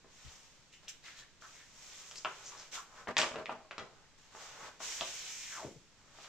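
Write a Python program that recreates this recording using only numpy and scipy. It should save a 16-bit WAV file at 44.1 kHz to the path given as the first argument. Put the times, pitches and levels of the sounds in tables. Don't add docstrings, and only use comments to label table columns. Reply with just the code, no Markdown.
import sys
import numpy as np
from scipy import signal
from scipy.fft import rfft, irfft, next_fast_len
from scipy.io import wavfile

SR = 44100
rng = np.random.default_rng(int(sys.argv[2]) if len(sys.argv) > 2 else 0)


def dump_mix(stems):
    frames = np.atleast_2d(stems).T
    limited = np.clip(frames, -1, 1)
    pcm = np.round(limited * 32767).astype(np.int16)
    wavfile.write(sys.argv[1], SR, pcm)


N = 276948
TIME = np.arange(N) / SR

# start_s [s], level_db [relative dB], pitch_hz [Hz], width_hz [Hz]
CLACK_EVENTS = [(0.8813, -30.5, 3470, 1990), (1.4226, -44, 1390, 615), (2.1124, -30.5, 3070, 5850),
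                (2.1571, -30, 4750, 7000), (2.248, -24.5, 2760, 1310), (2.255, -25.5, 1220, 695),
                (3.168, -9.5, 2080, 2340), (3.181, -12.5, 5540, 5940), (3.189, -11.5, 2330, 2900),
                (3.2002, -16.5, 4450, 5000), (3.216, -12.5, 3040, 3300), (3.3183, -36, 1400, 1500),
                (3.3587, -28.5, 1670, 1870), (3.458, -27, 2270, 1400), (3.494, -25.5, 835, 470),
                (4.3499, -37.5, 825, 1200), (5.0097, -19.5, 3290, 1560), (5.649, -36.5, 304, 352),
                (6.1868, -43, 750, 700)]
# start_s [s], level_db [relative dB], pitch_hz [Hz], width_hz [Hz]
FLAP_EVENTS = [(0.044, -49, 446, 900), (2.2485, -25.5, 920, 830), (2.258, -30.5, 1210, 890),
               (3.072, -33, 810, 910), (3.0736, -32.5, 1880, 448), (3.1854, -20.5, 980, 1500),
               (3.2305, -20, 1090, 1600), (3.3565, -31.5, 530, 500), (3.497, -37, 2750, 800),
               (3.648, -49.5, 690, 715), (3.7105, -29.5, 1490, 1910), (3.781, -25, 1110, 3620),
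               (3.824, -38, 434, 800), (4.804, -34.5, 846, 1020), (5.0104, -31, 725, 567),
               (6.2445, -40, 1380, 2530)]
# start_s [s], level_db [relative dB], pitch_hz [Hz], width_hz [Hz]
BUMP_EVENTS = [(0.248, -49, 70, 71), (5.649, -45, 318, 150), (5.759, -56, 158, 60)]


def snaps(stop_cycles=1.5, stop_share=0.42, flutter_s=0.015, skirt=2.97, softness=1.25,
          thud_db=-19, thud_hz=520, crackle_db=4, count=4):
    out = np.zeros((count, N))
    t = TIME[:SR // 6]
    kinds = (CLACK_EVENTS, -15), (FLAP_EVENTS, -9), (BUMP_EVENTS, -35)
    events = [(*row, flutter_db) for rows, flutter_db in kinds for row in rows]
    for k, (start_s, level_db, pitch_hz, width_hz, flutter_db) in enumerate(events):
        push = np.zeros(len(t))
        push[0] = 1
        stop_s = min(stop_cycles / pitch_hz, .02)
        push[int(stop_s * SR)] -= stop_share
        grains = from_db(crackle_db * drift(610, size=len(t)))
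        crackle = rms_one(rng.standard_normal(len(t)) * grains)
        push += from_db(flutter_db) * np.sqrt(width_hz / SR) * crackle * np.exp(-t / flutter_s)
        pop = signal.lfilter(*resonance(pitch_hz, width_hz), push)
        pop = signal.lfilter(*resonance(pitch_hz, skirt * (pitch_hz + width_hz)), pop)
        thud = signal.lfilter(*resonance(min(pitch_hz, thud_hz), min(pitch_hz, 700)), push)
        snap = pop / np.abs(pop).max() + from_db(thud_db) * thud / np.abs(thud).max()
        edge_hz = min(softness * (pitch_hz + width_hz), .4 * SR)
        snap = signal.lfilter(*signal.butter(2, edge_hz, fs=SR), snap)
        add(out[k % count], start_s, from_db(level_db) * snap)
    return out


# pitch_hz [Hz], width_hz [Hz], level_db [relative dB]
BINDER_MODES = [(137, 3.7, 3.5), (202.4, 5.5, 8), (243.6, 7.9, 9.5), (636, 18, 13), (793, 18, 7),
                (961, 26, 5), (1056, 6.7, 12), (1185, 52, 9), (1240, 27, -3), (2550, 300, -5),
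                (3250, 70, -33)]


def binder(x, ring_db=-2):
    driven = x + 1e-18
    return sum(from_db(level_db + ring_db) * signal.lfilter(*resonance(pitch_hz, width_hz), driven)
               for pitch_hz, width_hz, level_db in BINDER_MODES)


def long_pull():
    start_s, rise_s, hold_s, release_s = 4.79, 0.048, 0.73, 0.22
    t = np.maximum(TIME - start_s, 0)
    hiss_db = -45.5 - 5 * t
    scrape_db = -47.5 - 7.5 * t
    drone_db = -53.5 - 17 * t
    return from_db([hiss_db, scrape_db, drone_db]) * swell(start_s, rise_s, hold_s, release_s)


# start_s [s], rise_s [s], hold_s [s], release_s [s],
# hiss_db, scrape_db, drone_db [relative dB]
HAND_SLIDES = [(0.03, .25, 0.057, .4, -59.5, -59, -63.5), (0.72, 0.0071, 0.017, 0.11, -62, -69, -82),
               (0.82, 0.013, 0.021, 0.044, -70, -64.5, -64.5), (0.88, .005, 0.017, 0.034, -47, -51.5, -81),
               (1.02, 0.032, 0.018, 0.2, -59, -53, -61.5), (1.15, .04, 0.019, 0.04, -57.5, -57.5, -61.5),
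               (1.40, 0.019, .16, 0.36, -61, -60.5, -65), (1.66, 0.2, 0.17, 0.75, -54.5, -57.5, -61.5),
               (2.2, 0.2, 0.22, 0.17, -59.5, -57, -57), (2.71, 0.031, 0.018, 0.076, -44.5, -44, -48.5),
               (2.85, .14, 0.018, 0.085, -62.5, -62, -53)]
# start_s [s], rise_s [s], hold_s [s], release_s [s],
# hiss_db, scrape_db, drone_db [relative dB]
PRINT_NUDGES = [(3.86, 0.034, 0.15, 0.086, -84, -80, -67), (4.17, .015, 0.22, .1, -69, -70, -68.5),
                (4.3, .12, 0.025, 0.44, -57, -55, -53), (4.52, 0.11, 0.046, 0.059, -58.5, -58, -49),
                (5.87, 0.23, .08, .1, -71, -75.5, -66.5), (6.1, 0.11, 0.058, .1, -62.5, -60, -63)]


def slides(rows):
    power = 0
    for *timing, hiss_db, scrape_db, drone_db in rows:
        strength = from_db([hiss_db, scrape_db, drone_db])[:, None]
        power = power + (strength * swell(*timing)) ** 2
    return np.sqrt(power)


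# frequency_hz [Hz], level_db [relative dB]
HISS_COLOUR = [(2000, -28), (3800, -24), (5500, 2), (7000, 2.5), (9000, -4.5), (15000, -3)]
# frequency_hz [Hz], level_db [relative dB]
SCRAPE_COLOUR = [(800, -38), (1500, -10), (2300, -3.5), (3400, -1.5), (4800, -4.5), (8000, -13)]
# frequency_hz [Hz], level_db [relative dB]
DRONE_COLOUR = [(100, -14), (250, -12), (450, -5), (750, -2), (1200, -0.5), (1800, -5), (3500, -22.5)]


def rubbing(strengths, hiss_db, scrape_db, drone_db, grain_db):
    out = 0
    colours = HISS_COLOUR, SCRAPE_COLOUR, DRONE_COLOUR
    for colour, strength, trim_db in zip(colours, strengths, (hiss_db, scrape_db, drone_db)):
        waver_db = 1.02 * drift(25)
        out = out + strength * from_db(trim_db + waver_db) * coloured(friction(grain_db), colour)
    return out


# start_s [s], rise_s [s], hold_s [s], release_s [s], level_db [relative dB]
AIR_FLOWS = [(5.215, 0.066, .3, .08, -57), (5.5, 0.052, .1, 0.11, -48)]


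def swoop(width_share=0.3, level_db=-1.5, lowest_hz=210, rough_db=1.6, flutters_per_s=120, size=64):
    gap_hz, opens_s, fall_octaves_per_s2 = 2520, 5.41, 41
    fall_octaves = fall_octaves_per_s2 * np.maximum(TIME - opens_s, 0) ** 2
    hz = np.maximum(gap_hz * 2 ** -fall_octaves, lowest_hz)
    flow = np.max([from_db(db) * swell(*timing) for *timing, db in AIR_FLOWS], axis=0)
    slips = rms_one(friction(rough_db, flutters_per_s)[0])
    out, state = np.zeros(N), np.zeros(2)
    for i in range(int(AIR_FLOWS[0][0] * SR), N, size):
        gap = resonance(hz[i], width_share * hz[i])
        out[i:i + size], state = signal.lfilter(*gap, slips[i:i + size], zi=state)
    even_power = np.sqrt(SR / (np.pi * width_share * hz))
    return out * even_power * flow * from_db(level_db)


# start_s [s], length_s [s], level_db [relative dB], pitch_hz [Hz]
FINGER_STROKES = [(0.718, 0.047, -59.5, 2700), (0.875, 0.011, -50.5, 2780), (1.032, 0.077, -55.5, 1940),
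                  (1.088, 0.19, -63.5, 1690), (1.157, 0.071, -55.5, 3600), (1.413, 0.057, -55, 1330),
                  (1.531, 0.13, -62.5, 1870), (2.157, 0.045, -46.5, 5700), (2.434, 0.078, -47.5, 6160),
                  (2.516, 0.023, -50.5, 1100), (2.565, 0.07, -52, 5570), (2.733, 0.082, -50, 1200),
                  (2.958, 0.065, -60, 1440)]


def strokes(grain_db=4, level_db=-4.0, width_share=0.52):
    out = np.zeros(N)
    t = TIME[:SR // 4]
    for start_s, length_s, stroke_db, pitch_hz in FINGER_STROKES:
        slips = rng.standard_normal(len(t)) * from_db(grain_db * drift(702, size=len(t)))
        grip = np.sin(np.pi * np.clip(t / length_s, 0, 1))
        film = resonance(pitch_hz, width_share * pitch_hz)
        ring = rms_one(signal.lfilter(*film, signal.lfilter(*film, slips)))
        add(out, start_s, from_db(stroke_db + level_db) * grip * ring)
    return out


# start_s [s], level_db [relative dB]
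SLEEVE_SWINGS = [(3.072, -44), (3.18, -41), (3.31, -44), (3.37, -46), (3.478, -44), (3.78, -52.5)]
# frequency_hz [Hz], level_db [relative dB]
FLEX_COLOUR = [(50, -11.5), (130, -6), (220, -6), (450, 0.5), (900, -4.5), (1600, -6.5), (3000, -17),
               (7000, -25.5)]


def wobble(flap_db=4, flaps_per_s=70, level_db=-6):
    rise_s, hold_s, release_s = 0.0067, 0.042, 0.11
    swings = [from_db(db) * swell(s, rise_s, hold_s, release_s) for s, db in SLEEVE_SWINGS]
    motion = np.max(swings, axis=0)
    return from_db(level_db) * motion * coloured(friction(flap_db, flaps_per_s), FLEX_COLOUR)


def room(x, echoes, direct_db, wet_db, lean_db=2.4):
    sides_db = direct_db + np.array([[1], [-1]]) * lean_db / 2
    direct = np.array([np.roll(x, 1), x]) * from_db(sides_db)
    return direct + from_db(wet_db) * signal.fftconvolve(x[None], echoes, axes=1)[:, :N]


# frequency_hz [Hz], t60_s [s]
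TAIL_T60 = [(150, 0.11), (400, 0.45), (1000, 0.26), (2800, 0.34), (7300, 0.36)]
# frequency_hz [Hz], level_db [relative dB]
ECHO_COLOUR = [(80, 20), (150, 16), (230, -7), (400, 5.5), (640, 4.5), (850, 4.5), (1200, 6), (3000, 1.5),
               (4300, -3.5), (7000, 0.5), (14000, 3)]


def reflections(first_s=0.0031):
    t = np.arange(SR // 2) / SR
    hz = np.fft.rfftfreq(len(t), 1 / SR)
    noise = rfft(coloured(rng.standard_normal((2, len(t))), ECHO_COLOUR))
    centres_hz = np.array(TAIL_T60)[:, 0]
    tail = 0
    for (_, t60_s), share in zip(TAIL_T60, np.eye(len(TAIL_T60))):
        band = at_hz(np.column_stack([centres_hz, share]), hz)
        tail = tail + irfft(noise * band, len(t)) * from_db(-60 * t / t60_s)
    onset = np.clip(2 * t / first_s - 1, 0, 1)
    return rms_one(tail * onset) / np.sqrt(len(t))


# frequency_hz [Hz], level_db [relative dB]
AIR_COLOUR = [(20, 16), (45, 6), (100, 6), (145, 9), (180, 4.5), (300, 1.5), (700, -3.5), (2000, -3),
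              (7000, -5), (15000, -12.5)]


def still_air(level_db=-63):
    return from_db(level_db) * coloured(rng.standard_normal((2, N)), AIR_COLOUR)


# frequency_hz [Hz], correlation [-1 to 1]
CHANNEL_LIKENESS = [(30, 0.41), (150, 0.45), (500, 0.85), (1000, 0.75), (2000, 0.59), (4000, 0.029),
                    (12000, 0.015)]
# frequency_hz [Hz], left_minus_right_db [dB]
LEFT_LEAN = [(100, 0.5), (1000, 0.5), (2200, 0.5), (4500, -2.5), (12000, -1.5)]


def coloured(x, spectrum):
    length = x.shape[1]
    size = next_fast_len(length, True)
    hz = np.fft.rfftfreq(size, 1 / SR)
    grid = np.geomspace(10, SR / 2, 200)
    alike = np.clip(np.interp(hz, grid, at_hz(CHANNEL_LIKENESS, grid)), -.99, .99)
    mid, side = rfft(x, size)
    pair = []
    for sign in (1, -1):
        gain = from_db(at_hz(spectrum, grid) + sign * at_hz(LEFT_LEAN, grid) / 2)
        mixed = np.sqrt(1 + alike) * mid + sign * np.sqrt(1 - alike) * side
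        pair.append(np.interp(hz, grid, gain) * mixed)
    return rms_one(irfft(np.array(pair), size)[:, :length])


def friction(grain_db, per_s=700):
    return rng.standard_normal((2, N)) * from_db(grain_db * drift(per_s))


def swell(start_s, rise_s, hold_s, release_s):
    t = TIME - start_s
    decay_db = -20 * np.clip((t - rise_s - hold_s) / release_s, 0, 10)
    return np.clip(t / rise_s, 0, 1) * from_db(decay_db)


def resonance(hz, width_hz):
    w = 2 * np.pi * min(hz, SR / 3) / SR
    damping = np.sin(w) * width_hz / hz / 2
    b = np.array([damping, 0, -damping])
    a = np.array([1 + damping, -2 * np.cos(w), 1 - damping])
    return b / (1 + damping), a / (1 + damping)


def drift(rate, size=N):
    knots = rng.standard_normal(size // 16)
    return rms_one(np.interp(TIME[:size] * rate, np.arange(len(knots)), knots))


def at_hz(points, hz):
    f, value = np.transpose(points)
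    return np.interp(np.log(np.maximum(hz, 1)), np.log(f), value)


def rms_one(x):
    return x / np.sqrt(np.mean(x ** 2) + 1e-20)


def from_db(db):
    return 10 ** (np.asarray(db) / 20)


def add(out, start_s, sound):
    at = int(round(start_s * SR))
    out[at:at + len(sound)] += sound[:N - at]


def scene():
    places = snaps()
    flaps = sum(room(place, reflections(), direct_db=0.0, wet_db=1.5) for place in places)
    flex = wobble()
    ring = binder(places.sum(axis=0) + flex[0])
    reach = rubbing(slides(HAND_SLIDES), hiss_db=5.5, scrape_db=1.5, drone_db=-2.5, grain_db=1.5)
    pull_strengths = slides(PRINT_NUDGES) + long_pull()
    pull = rubbing(pull_strengths, hiss_db=6.5, scrape_db=3.5, drone_db=-1, grain_db=1.0)
    rubs = reach + pull
    rub_room = room(rubs[0], reflections(), direct_db=-16.5, wet_db=-6.5)
    echoes = reflections()
    gap = room(swoop(), echoes, direct_db=3.0, wet_db=-9.5)
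    fingers = room(strokes(), echoes, direct_db=2.5, wet_db=3.5)
    handling = flaps + from_db(1.5) * flex + ring + fingers + gap
    return handling + from_db(-2.5) * rubs + rub_room + still_air()


def record(dry, knee_hz=7700, top_db=-19, ceiling=0.78, cutoff_hz=15150):
    dry = ceiling * np.tanh(dry / ceiling)
    body = signal.sosfilt(signal.butter(10, knee_hz, fs=SR, output="sos"), dry)
    top = signal.sosfilt(signal.butter(4, knee_hz, "high", fs=SR, output="sos"), dry)
    cut = signal.ellip(10, .2, 70, cutoff_hz, fs=SR, output="sos")
    return signal.sosfilt(cut, body + from_db(top_db) * top)


dry = scene()
out = record(dry)
dump_mix(out)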